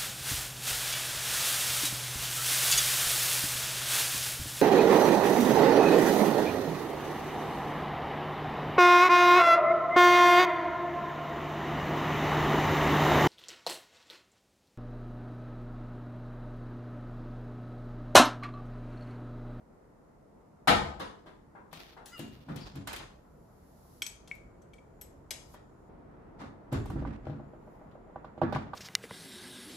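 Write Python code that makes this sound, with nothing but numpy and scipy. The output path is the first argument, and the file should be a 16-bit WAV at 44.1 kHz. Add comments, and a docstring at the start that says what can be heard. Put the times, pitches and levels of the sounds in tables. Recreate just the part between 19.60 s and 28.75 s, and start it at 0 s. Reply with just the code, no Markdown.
"""Washed dishes are put away in a bare, ringing kitchen: cabinet knocks across the room, a bowl lifted off a rack,
cutlery clinking into a ceramic jar, then a fridge pulled open and loaded, over the steady hum of the flat.
Blows are clicks that ring decaying modes and set off short noise bursts; slides are dense grit in several bands.
Both feed a noise-built room tail. Air pushes, hum, hiss, a whine and faint swishes are shaped noise."""
import sys
import numpy as np
from scipy import signal
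from scipy.io import wavfile

SR = 44100
rng = np.random.default_rng(int(sys.argv[2]) if len(sys.argv) > 2 else 0)


def transcribe(u):
    """Save the signal u as a 16-bit wav file named by the first command-line argument.

    u: samples, shape (n,) or (channels, n), limited to [-1, 1]; the rate is SR.
    q: integer samples, one column per channel.
    """
    v = np.clip(np.atleast_2d(u).T, -1, 1)
    q = np.round(v * 32767).astype(np.int16)
    wavfile.write(sys.argv[1], SR, q)


N = 403515  # length in samples

# Bands of the noisy layers of knocks and slides: (low [Hz], high [Hz])
THUMP_HZ, WOOD_HZ, EDGE_HZ, TICK_HZ = (60, 330), (270, 1600), (1150, 4600), (4300, 15500)

# Resonances of thin panels and of wood: (frequency [Hz], level [dB], decay t60 [s])
PANEL_MODES = [(92.1, -10.5, 0.34), (142.5, 6.5, 0.11), (204.3, -3, 0.077), (261.7, -3, 0.2)]
WOOD_MODES = [(335.4, 6.8, 0.14), (497, 0.7, 0.1), (613, 5.9, 0.052), (791, 8.7, 0.034), (982, 3.7, 0.046),
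              (1163, 2.8, 0.049), (1490, 5, 0.025)]
# Knocks on cabinet, rack, door seal and fridge: (time [s], wood level [dB], thump re wood [dB],
# edge re wood [dB], favoured wood pitch [Hz], left over right [dB])
CABINET_KNOCKS = [(1.073, -20.5, -10.5, -4.5, 1110, 1.6), (1.395, -40, -14.5, -6, 470, 2.5),
                  (1.659, -54, -9, -9, 640, 2.1), (1.949, -52, -13.5, -33, 855, 3.3),
                  (2.365, -51.5, -25, -15, 970, 3.1), (2.883, -47.5, 2, -13, 714, 1.3),
                  (6.803, -48.5, -4, -13, 1050, 1)]
RACK_KNOCKS = [(2.128, -50, -4, 2, 930, 8.5), (2.591, -43.5, 5.5, -0.5, 415, 3.5),
               (2.959, -52, -2, 3.5, 390, 11), (3.155, -54, 14.5, 1, 353, 3.5),
               (3.272, -40.5, -16, 3.5, 1450, -3), (3.329, -56, -3, 16, 1210, -0.5),
               (3.361, -60.5, -12, 18, 388, 4.5), (5.94, -49.5, -31, -9.5, 940, 2)]
SEAL_KNOCKS = [(7.125, -35, 10.4, -9.5, 526, -0.49), (7.256, -47, 2.4, -6.5, 805, 0.65),
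               (7.3, -42.5, 12.4, -11.5, 1070, -1.6)]
FRIDGE_KNOCKS = [(7.357, -43, 10, -32, 400, -7), (7.421, -44, 4.5, -20, 437, 2),
                 (7.449, -42, 7.5, -34, 1140, -8), (7.667, -43.5, -11, -26, 536, 5),
                 (7.696, -47.5, 11.5, -12.5, 510, 5), (7.727, -51.5, 6, -20, 587, -1),
                 (8.312, -68, -21, -1, 1204, 1), (8.558, -41.5, -8, -36, 805, -2),
                 (8.644, -45.5, -5.5, -17, 943, -4), (8.776, -48, 0, -17, 580, -6),
                 (8.815, -26, -3.5, -22.5, 680, -4.5), (8.831, -35, 5, -20, 352, 4),
                 (8.924, -34, -0.5, -9, 740, -4), (8.959, -31.5, -5, -14, 1070, 1.5),
                 (9.066, -54.5, 10, -14, 775, 6), (9.133, -39, -31, -13.5, 1130, -2.5)]
# How each body is heard: (direct [dB], room [dB], tick re edge [dB], snap [dB])
ACROSS_ROOM, WIRE_RACK = (-4.5, 11.5, -9, -4), (0.1, 1.9, -2.5, -3)
RUBBER_SEAL, PLASTIC_SHELF = (-2.5, 0.7, -0.3, -1), (1.8, -2.5, -17.5, -10.5)


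def fridge_rocking():
    """Something loose in the fridge door rocks at a steady beat, each knock weaker; returns knock rows."""
    start_s, every_s = 7.795, .1393
    level_db, loss_db = -51.5, 1  # first knock, drop per knock
    return [(start_s + k * every_s, level_db - k * loss_db, -6, -35, 584, 0) for k in range(6)]


def knocks():
    """A blow sets off panel thump, wood modes, a short snap, an edge crack and a bright tick.
    What reaches the walls comes from all sides of the body, so its modes blur into noise bands.
    Returns direct sound and room feed."""
    bodies = [(CABINET_KNOCKS, ACROSS_ROOM), (RACK_KNOCKS, WIRE_RACK), (SEAL_KNOCKS, RUBBER_SEAL),
              (FRIDGE_KNOCKS + fridge_rocking(), PLASTIC_SHELF)]
    rows = sorted(row + heard for body_rows, heard in bodies for row in body_rows)
    s, wood, thump, edge, wood_hz, pan, direct_db, room_db, tick, snap = np.transpose(rows)

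    near = wood + direct_db
    panel_ring = ring(blows(s, near + thump - 6, pan / 2), PANEL_MODES)
    # the wood ring builds up over about a millisecond
    wood_ring = ring(blows(s, near + 1.0, pan), WOOD_MODES, favour_hz=wood_hz, falloff_db=12, rise_s=.0013)
    direct = soft(panel_ring, hz=394) + soft(wood_ring, hz=2500)
    direct += crack(blows(s, near + edge + 8, pan), EDGE_HZ, t60=0.064, channels=2)
    direct += crack(blows(s, near + edge + tick + 6, pan), TICK_HZ, t60=0.026)
    direct += crack(blows(s, near + snap, pan), (1300, 3400), t60=0.02)

    far = wood + room_db
    feed = crack(blows(s, far + thump + 19, pan / 2), THUMP_HZ, t60=0.13)
    feed += crack(blows(s, far + 12, pan), WOOD_HZ, t60=0.06, channels=2)
    feed += crack(blows(s, far + edge + 7, pan), EDGE_HZ, t60=0.059, channels=2)
    room_tick = crack(blows(s, far + edge + tick + 3, pan), TICK_HZ, t60=0.032)
    feed += signal.lfilter([1], [1, -.9], room_tick)  # ticks sound duller in the room tail
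    return np.array([direct, feed])


# Resonances of the stacked dishes: (frequency [Hz], level [dB], decay t60 [s])
STACK_MODES = [(1335, 0, .2), (1675, -2, .2), (2259, -4, .12), (2722, -5, .12), (3840, -8, .15),
               (5090, -8, .12), (6350, -12, .15)]


def stack():
    """The first cabinet knock jolts the stacked dishes into ringing; returns direct sound and room feed."""
    first_s, pan_db = CABINET_KNOCKS[0][0], CABINET_KNOCKS[0][-1]
    rings = ring(blows(np.array([first_s]), -33.5, pan_db), STACK_MODES, rise_s=.003)
    return np.array([rings, rings])


# Touches on the bowl: (time [s], ring drive [dB], clack drive [dB], favoured pitch [Hz],
# fall-off away from it [dB per octave], left over right [dB])
BOWL_TOUCHES = [(2.4568, -53.5, -39, 10200, 18, 4.7)]
# Resonances of the bowl: (frequency [Hz], level [dB], decay t60 [s])
BOWL_MODES = [(4200, -3, .05), (6675, -2, .4), (10300, 0, .12), (13280, -2, .4), (14700, -3, .2)]


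def bowl():
    """A touch rings the bowl's modes under a clack; returns direct sound and room feed."""
    return clinks(BOWL_TOUCHES, BOWL_MODES, clack_room_db=4.0, ring_room_db=-5)


# Resonances of the hand-held rim and of the rack's wires: (frequency [Hz], level [dB], decay t60 [s])
RIM_MODES = [(1185, 1, .06), (1890, -4, .02), (2815, 10, .45), (4900, -8, .03)]
WIRE_MODES = [(4250, -8, .03), (4720, -1, .02), (5250, -2, .012)]
SLIPS_PER_S = 900  # nominal rate of a dragged edge


def rub():
    """The rim sticks and slips in step with its own modes, so they sing; pressure on the rack stiffens the rim,
    so the pitches sag as it lifts. Later the bowl scrapes over the wires. Returns direct sound and room feed."""
    start_s = 2.516
    span = slice(int(start_s * SR), int((start_s + .5) * SR))
    drag = slips(start_s, length=.052, level_db=-49, fade_db=3)
    force = np.abs(drag[:, span]) * SR / SLIPS_PER_S
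    # pressure builds to a peak, eases, then drops away
    pressed = np.interp(np.arange(N)[span] / SR, (2.518, 2.54, 2.553, 2.568), [0.5, 0.96, 0.67, 0.0089])
    stiffening_hz = 810  # added by the rack at pressure 1
    rings = np.zeros((2, N))
    for hz, db, t60 in RIM_MODES:
        r = decay(t60)
        pitch_hz = np.sqrt(hz ** 2 + stiffening_hz ** 2 * pressed)
        tone = np.sin(2 * np.pi * np.cumsum(pitch_hz) / SR)
        strength = signal.lfilter([1 - r], [1, -r], force * pressed)
        rings[:, span] += from_db(db) * tone * strength
    scrape = slips(start=3.008, length=0.17, level_db=-55, fade_db=26)
    rings += ring(scrape, WIRE_MODES, rise_s=0.00092)
    return np.array([rings, from_db(-8) * rings])


def slips(start, length, level_db, fade_db):
    """Uneven slips of a dragged edge, a little to the left, fading over the drag."""
    s = np.unique((start + length * rng.random(int(SLIPS_PER_S * length))).round(4))
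    drive_db = level_db - fade_db * (s - start) / length + 3 * rng.standard_normal(len(s))
    return blows(s, drive_db, 3 + 0 * s) * rng.choice([-1, 1], N)


# Cutlery on the jar: (time [s], ring drive [dB], clack drive [dB], favoured pitch [Hz],
# fall-off away from it [dB per octave], left over right [dB])
JAR_CLINKS = [(4.4198, -29.5, -29, 3000, 5.5, 2), (4.4646, -33, -36, 4930, 10.5, 7.5),
              (4.6749, -49, -44, 4100, 27, 5.5), (4.7134, -29, -48, 2219, 264, 2),
              (4.7508, -59, -54, 13100, 51, 6), (5.019, -69, -64, 6390, 13, 9),
              (5.1347, -55, -53.5, 2670, 12, 8), (5.1832, -60, -73, 2300, 14, 4.5),
              (5.4121, -46.5, -42.5, 12550, 8, 5.5), (5.7066, -41, -27.5, 8500, 2, 4.5)]
# Resonances of the ceramic jar: (frequency [Hz], level [dB], decay t60 [s])
JAR_MODES = [(1560, -5, 0.022), (2220, -5.5, 0.061), (2283, 4, 0.052), (2500, -11, 0.044), (3237, 3, 0.043),
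             (3594, -5.5, 0.022), (4180, -11.5, .04), (4810, -6.5, 0.022), (5540, -8, 0.16),
             (6170, 1.5, 0.05), (7990, -4.5, 0.17), (10100, -19, .03), (10105, -4.5, 0.03), (11390, 3, .06),
             (11800, -5, 0.06), (13170, -2, .06)]


def cutlery():
    """Cutlery strikes set the ceramic jar ringing; returns direct sound and room feed."""
    return clinks(JAR_CLINKS, JAR_MODES, clack_room_db=-1.5, ring_room_db=-12.0)


# A steel utensil drops in and bounces: (time [s], ring drive [dB], clack drive [dB], favoured pitch [Hz],
# fall-off away from it [dB per octave], left over right [dB])
STEEL_BOUNCES = [(5.7075, -35, -30.5, 4460, 5.8, 5.7), (5.745, -55, -70, 2150, 20, 4),
                 (5.766, -53, -70, 2150, 24, 4)]
# Resonances of the utensil: (frequency [Hz], level [dB], decay t60 [s])
STEEL_MODES = [(2153, -6, .025), (3316, -7, .15), (3924, -5, .03), (4172, -5, .03), (4985, 0, .04),
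               (6557, -4, .04), (8317, -5, .07), (9889, -3, .04), (10710, -1, .03), (12820, -3, .04)]


def steel_utensil():
    """The drop and its bounces ring the utensil's own modes; returns direct sound and room feed."""
    return clinks(STEEL_BOUNCES, STEEL_MODES, clack_room_db=-2.0, ring_room_db=-8)


def clinks(rows, modes, clack_room_db, ring_room_db):
    """Each clink peaks over a few milliseconds and rings the modes around its favoured pitch,
    plus a dry clack with a dull body; returns direct sound and room feed."""
    # a click and a weaker one 4.6 ms later: ring 8 dB and clack 2.5 dB down
    weaker = np.array(rows) + [0.0046, -8, -2.5, 0, 0, 0]
    clicks = sorted(rows + list(map(tuple, weaker)))
    s, ring_db, clack_db, favour_hz, falloff_db, pan = np.transpose(clicks)
    clack = crack(blows(s, clack_db, pan), (1100, 11000), t60=0.012)
    clack += crack(blows(s, clack_db - 5.5, pan), WOOD_HZ, t60=0.021)  # dull body
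    rings = ring(blows(s, ring_db, pan), modes, favour_hz=favour_hz, falloff_db=falloff_db, rise_s=0.00023)
    return np.array([clack + rings, from_db(clack_room_db) * clack + from_db(ring_room_db) * rings])


# Strokes of sliding on rack and fridge door:
# (start [s], hold [s], rumble level [dB], rasp level [dB], edge re rasp [dB])
SLIDE_STROKES = [(2.11, 0.18, -77, -57, 1.5), (2.556, 0.027, -70, -60.5, 5), (2.632, 0.36, -61, -68.5, 2),
                 (2.86, 0.085, -46, -76, -2), (2.956, 0.12, -52.5, -53, -2.5),
                 (3.134, 0.054, -45, -55.5, -7.5), (3.265, 0.11, -73, -49.5, -12),
                 (3.39, 0.026, -53, -47.5, -32), (6.781, 0.025, -42.5, -48, -11),
                 (7.113, 0.018, -30, -37, -13), (7.372, 0.025, -37, -53, -27),
                 (7.43, 0.13, -52, -56.5, -38), (7.628, 0.12, -43.5, -59, -23),
                 (8.88, 0.054, -45, -62, -20), (8.932, 0.012, -38, -39, -30)]


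def slides():
    """Dense uneven grit under the stroke shakes panels and wood and rasps above them."""
    attack_s, release_db_per_s = 0.022, 207
    t, levels = np.arange(N) / SR, 0
    for start, hold, rumble_db, rasp_db, edge_db in SLIDE_STROKES:
        release = from_db(-release_db_per_s * np.maximum(t - start - hold, 0))
        shape = np.clip((t - start) / attack_s, 0, 1) * release
        tick_db = -13 + 3 * edge_db  # the top drops faster than the edge on a dull stroke
        layers_db = [rumble_db, rasp_db, rasp_db + edge_db, rasp_db + tick_db]
        levels = levels + np.outer(from_db(layers_db), shape)
    thump, wood, edge, tick = levels
    grains = rng.random((2, N)) < 1800 / SR  # about 1800 per second in each ear
    grit = grains * rng.standard_normal((2, N)) * from_db(3 * drift(25))
    rumble = soft(ring(grit[[0, 0]], PANEL_MODES, struck=False), hz=410.0)
    moving = thump * rms_one(rumble)
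    moving += wood * rms_one(band(grit, *WOOD_HZ))
    moving += edge * rms_one(band(grit, *EDGE_HZ))
    return moving + tick * rms_one(band(grit, *TICK_HZ))


# Doors shove the air of the room: (time [s], drive level [dB])
DOOR_PUSHES = [(1.079, -8.5), (3.0, -23), (3.3, -19), (7.13, -7), (7.33, -7.5)]


def air_pushes():
    """Each shove of air is a deep puff of low noise that dies slowly."""
    s, level_db = np.transpose(DOOR_PUSHES)
    return crack(blows(s, level_db, 0 * s), (34, 72), t60=0.82)


# Reverb time of the kitchen: (frequency [Hz], decay t60 [s])
KITCHEN_T60 = [(60, 0.62), (250, 0.6), (1000, 0.51), (3000, 0.42), (8000, 0.46), (14000, 0.14)]


def kitchen(x):
    """Dense reflections that build up in under a millisecond and die band by band."""
    t = np.arange(SR) / SR
    tail = stereo_bands(SR, lambda hz: from_db(-60 * t / at_hz(KITCHEN_T60, hz)))
    tail *= 1 - np.exp(-t / 0.00022)
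    tail /= np.sqrt(np.sum(tail ** 2) / 2)
    return signal.fftconvolve(x, tail, axes=1)[:, :N]


# Faint high swishes: (peak time [s], peak level [dB], rise [s], fall [s])
HIGH_SWISHES = [(4.383, -72.5, 0.88, 0.2), (5.945, -68.5, 0.12, 0.026), (8.146, -89.5, 0.32, 0.21)]


def swish_level():
    """Each swish rises and falls in a straight line in dB, silent outside."""
    t, depth_db, total = np.arange(N) / SR, 20.5, 0
    for s, db, rise, fall in HIGH_SWISHES:
        times, levels_db = [s - rise, s, s + fall], [db - depth_db, db, db - depth_db]
        total = total + from_db(np.interp(t, times, levels_db, -200, -200))
    return total


# Background by stretch of time:
# (from time [s], hum level [dB], deep rumble level [dB], air hiss level [dB], whine level [dB])
BACKGROUND_LEVELS = [(0, -58, -76, -83, -102), (3.201, -57.5, -63.5, -87, -94),
                     (4.6, -56, -61.5, -83, -91.5), (6.291, -51.5, -82.5, -87.5, -110.5),
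                     (7.6, -52, -77, -87, -94)]
# Tone of the hum: (frequency [Hz], relative density [dB per Hz])
HUM_SPECTRUM = [(30, 3), (55, -1), (90, -8), (150, -1.5), (300, -5), (520, -7.5), (900, -13.5), (1600, -22),
                (2200, -48), (3000, -60), (4000, -58.5)]


def background():
    """Appliance and street hum, deep rumble, thin air hiss, a narrow whine near 7 kHz and passing swishes,
    all filtered noise; all but the swishes step in level at the start of each stretch."""
    since, *levels = np.transpose(BACKGROUND_LEVELS)
    stretch = np.searchsorted(since, np.arange(N) / SR, "right") - 1
    hum_db, deep_db, air_db, whine_db = np.array(levels)[:, stretch]
    hum = stereo_bands(N, lambda hz: from_db(at_hz(HUM_SPECTRUM, hz) + 1.3 * drift(4)) * (hz < 4000))
    mid, side = rng.standard_normal((2, N))
    white = mid + side * [[1], [-1]]
    air = band(signal.lfilter([1], [1, -.6], white), 4500, 14000)
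    passing = swish_level()
    air_gain = from_db(air_db) + from_db(2.5) * passing  # swishes also have a broad part
    deep = from_db(deep_db) * rms_one(band(mid, 25, 100))
    swish = passing * rms_one(band(white, 9200, 12400))
    whine = from_db(whine_db + 1.5 * drift(12)) * rms_one(band(white, 6700, 7300))
    return from_db(hum_db) * rms_one(hum) + air_gain * rms_one(air) + whine + swish + deep


# Stereo width of tail and hum: (frequency [Hz], left-right likeness [-1 to 1])
STEREO_LIKENESS = [(40, 0.91), (125, 0.94), (250, 0.57), (500, 0.14), (2000, 0.055), (8000, 0.24),
                   (14000, 0.063)]


def stereo_bands(size, gain_at):
    """Half-octave bands of stereo noise, each with its own gain and left-right likeness."""
    out, edges = 0, 22 * 2 ** np.arange(0, 9.6, .5)
    white = rng.standard_normal((2, 2, size))
    for k, (low, high) in enumerate(zip(edges, edges[1:])):
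        mid, side = band(white[k % 2], low, high)  # neighbouring bands use separate noise
        hz = np.sqrt(low * high)
        alike = np.clip(at_hz(STEREO_LIKENESS, hz), -1, 1)
        out = out + gain_at(hz) * (np.sqrt(1 + alike) * mid + np.sqrt(1 - alike) * side * [[1], [-1]])
    return out


def blows(s, level_db, pan_db):
    """A stereo click train."""
    out = np.zeros((2, N))
    out[:, (s * SR).astype(int)] = from_db(level_db + np.outer([.5, -.5], pan_db))
    return out


def ring(force, modes, struck=True, favour_hz=None, falloff_db=11, rise_s=0):
    """A force drives decaying sine modes. Strengths and signs vary from blow to blow, the spot that is hit may
    favour modes near one pitch, and the ring may take time to build up."""
    out, hit = np.zeros_like(force), np.flatnonzero(force.any(axis=0))
    span = slice(hit[0], hit[-1] + SR // 2)  # silence outside
    hit = hit - hit[0]
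    spread_db = 1.8  # scatter of mode strengths between blows and between ears
    for hz, level_db, t60 in modes:
        r, w = decay(t60), 2 * np.pi * hz / SR
        pushed = force[:, span] + 1e-18
        if struck:
            scatter = from_db(spread_db * rng.standard_normal((2, len(hit))))
            pushed[:, hit] *= scatter * rng.choice([-1, 1], len(hit))
        if favour_hz is not None:
            pushed[:, hit] *= from_db(-falloff_db * np.abs(np.log2(hz / favour_hz)))
        if rise_s:
            q = np.exp(-1 / (rise_s * SR))
            build_up = [(1 - q * q) / 2, 0, (q * q - 1) / 2]
            pushed = signal.lfilter(build_up, [1, -2 * q * np.cos(w), q * q], pushed)
        gain = from_db(level_db) * np.sin(w)  # a unit click gives a sine of height 1 before the level
        out[:, span] += signal.lfilter([0, gain], [1, -2 * r * np.cos(w), r * r], pushed)
    return out


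def crack(clicks, edges, t60, channels=1):
    """Each click becomes a swelling, then fading burst of noise in a band; shared by the ears or not."""
    swell_samples = 0.0022 * SR
    fade = signal.lfilter([1], [1, -decay(t60)], clicks + 1e-18)
    swell = signal.lfilter([1 / swell_samples], [1, 1 / swell_samples - 1], fade)
    return band(band(swell * rng.standard_normal((channels, N)), *edges), *edges)


def soft(x, hz):
    """A yielding contact: steep low-pass."""
    return signal.sosfilt(signal.butter(4, hz, fs=SR, output="sos"), x)


def band(x, low_hz, high_hz):
    """Band-pass."""
    return signal.sosfilt(signal.butter(2, [low_hz, high_hz], "band", fs=SR, output="sos"), x)


def drift(rate_hz):
    """Slow random wander, spread 1, made at a 40th of the sample rate."""
    r = np.exp(-80 * np.pi * rate_hz / SR)
    slow = signal.lfilter([1], [1, -2 * r, r * r], rng.standard_normal(N // 40 + 2002))[2000:]
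    return np.interp(np.arange(N) / 40, np.arange(len(slow)), rms_one(slow))


def at_hz(points, hz):
    """Read a spectrum on a log-frequency axis."""
    points = np.array(points)
    return np.interp(np.log(hz), np.log(points[:, 0]), points[:, 1])


def from_db(db):
    """Decibels to gain."""
    return 10 ** (np.asarray(db) / 20)


def decay(t60):
    """Gain per sample of a fade that loses 60 dB in t60 seconds."""
    return from_db(-60 / (t60 * SR))


def rms_one(x):
    """Scale to rms 1."""
    return x / np.sqrt(np.mean(x ** 2) + 1e-20)


def scene():
    """Direct sounds, their room tail, air pushes and the background."""
    direct, feed = knocks() + stack() + bowl() + rub() + cutlery() + steel_utensil()
    moving = slides()
    room = kitchen(feed + from_db(-12.5) * moving)
    return direct + moving + room + air_pushes() + background()


def record(dry):
    """The microphone drops the deepest bass; the top is cut steeply."""
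    thinned = signal.sosfilt(signal.butter(3, 36, "high", fs=SR, output="sos"), dry)
    return signal.sosfilt(signal.cheby2(14, 60, 16300, fs=SR, output="sos"), thinned)


dry = scene()
out = record(dry)
transcribe(out)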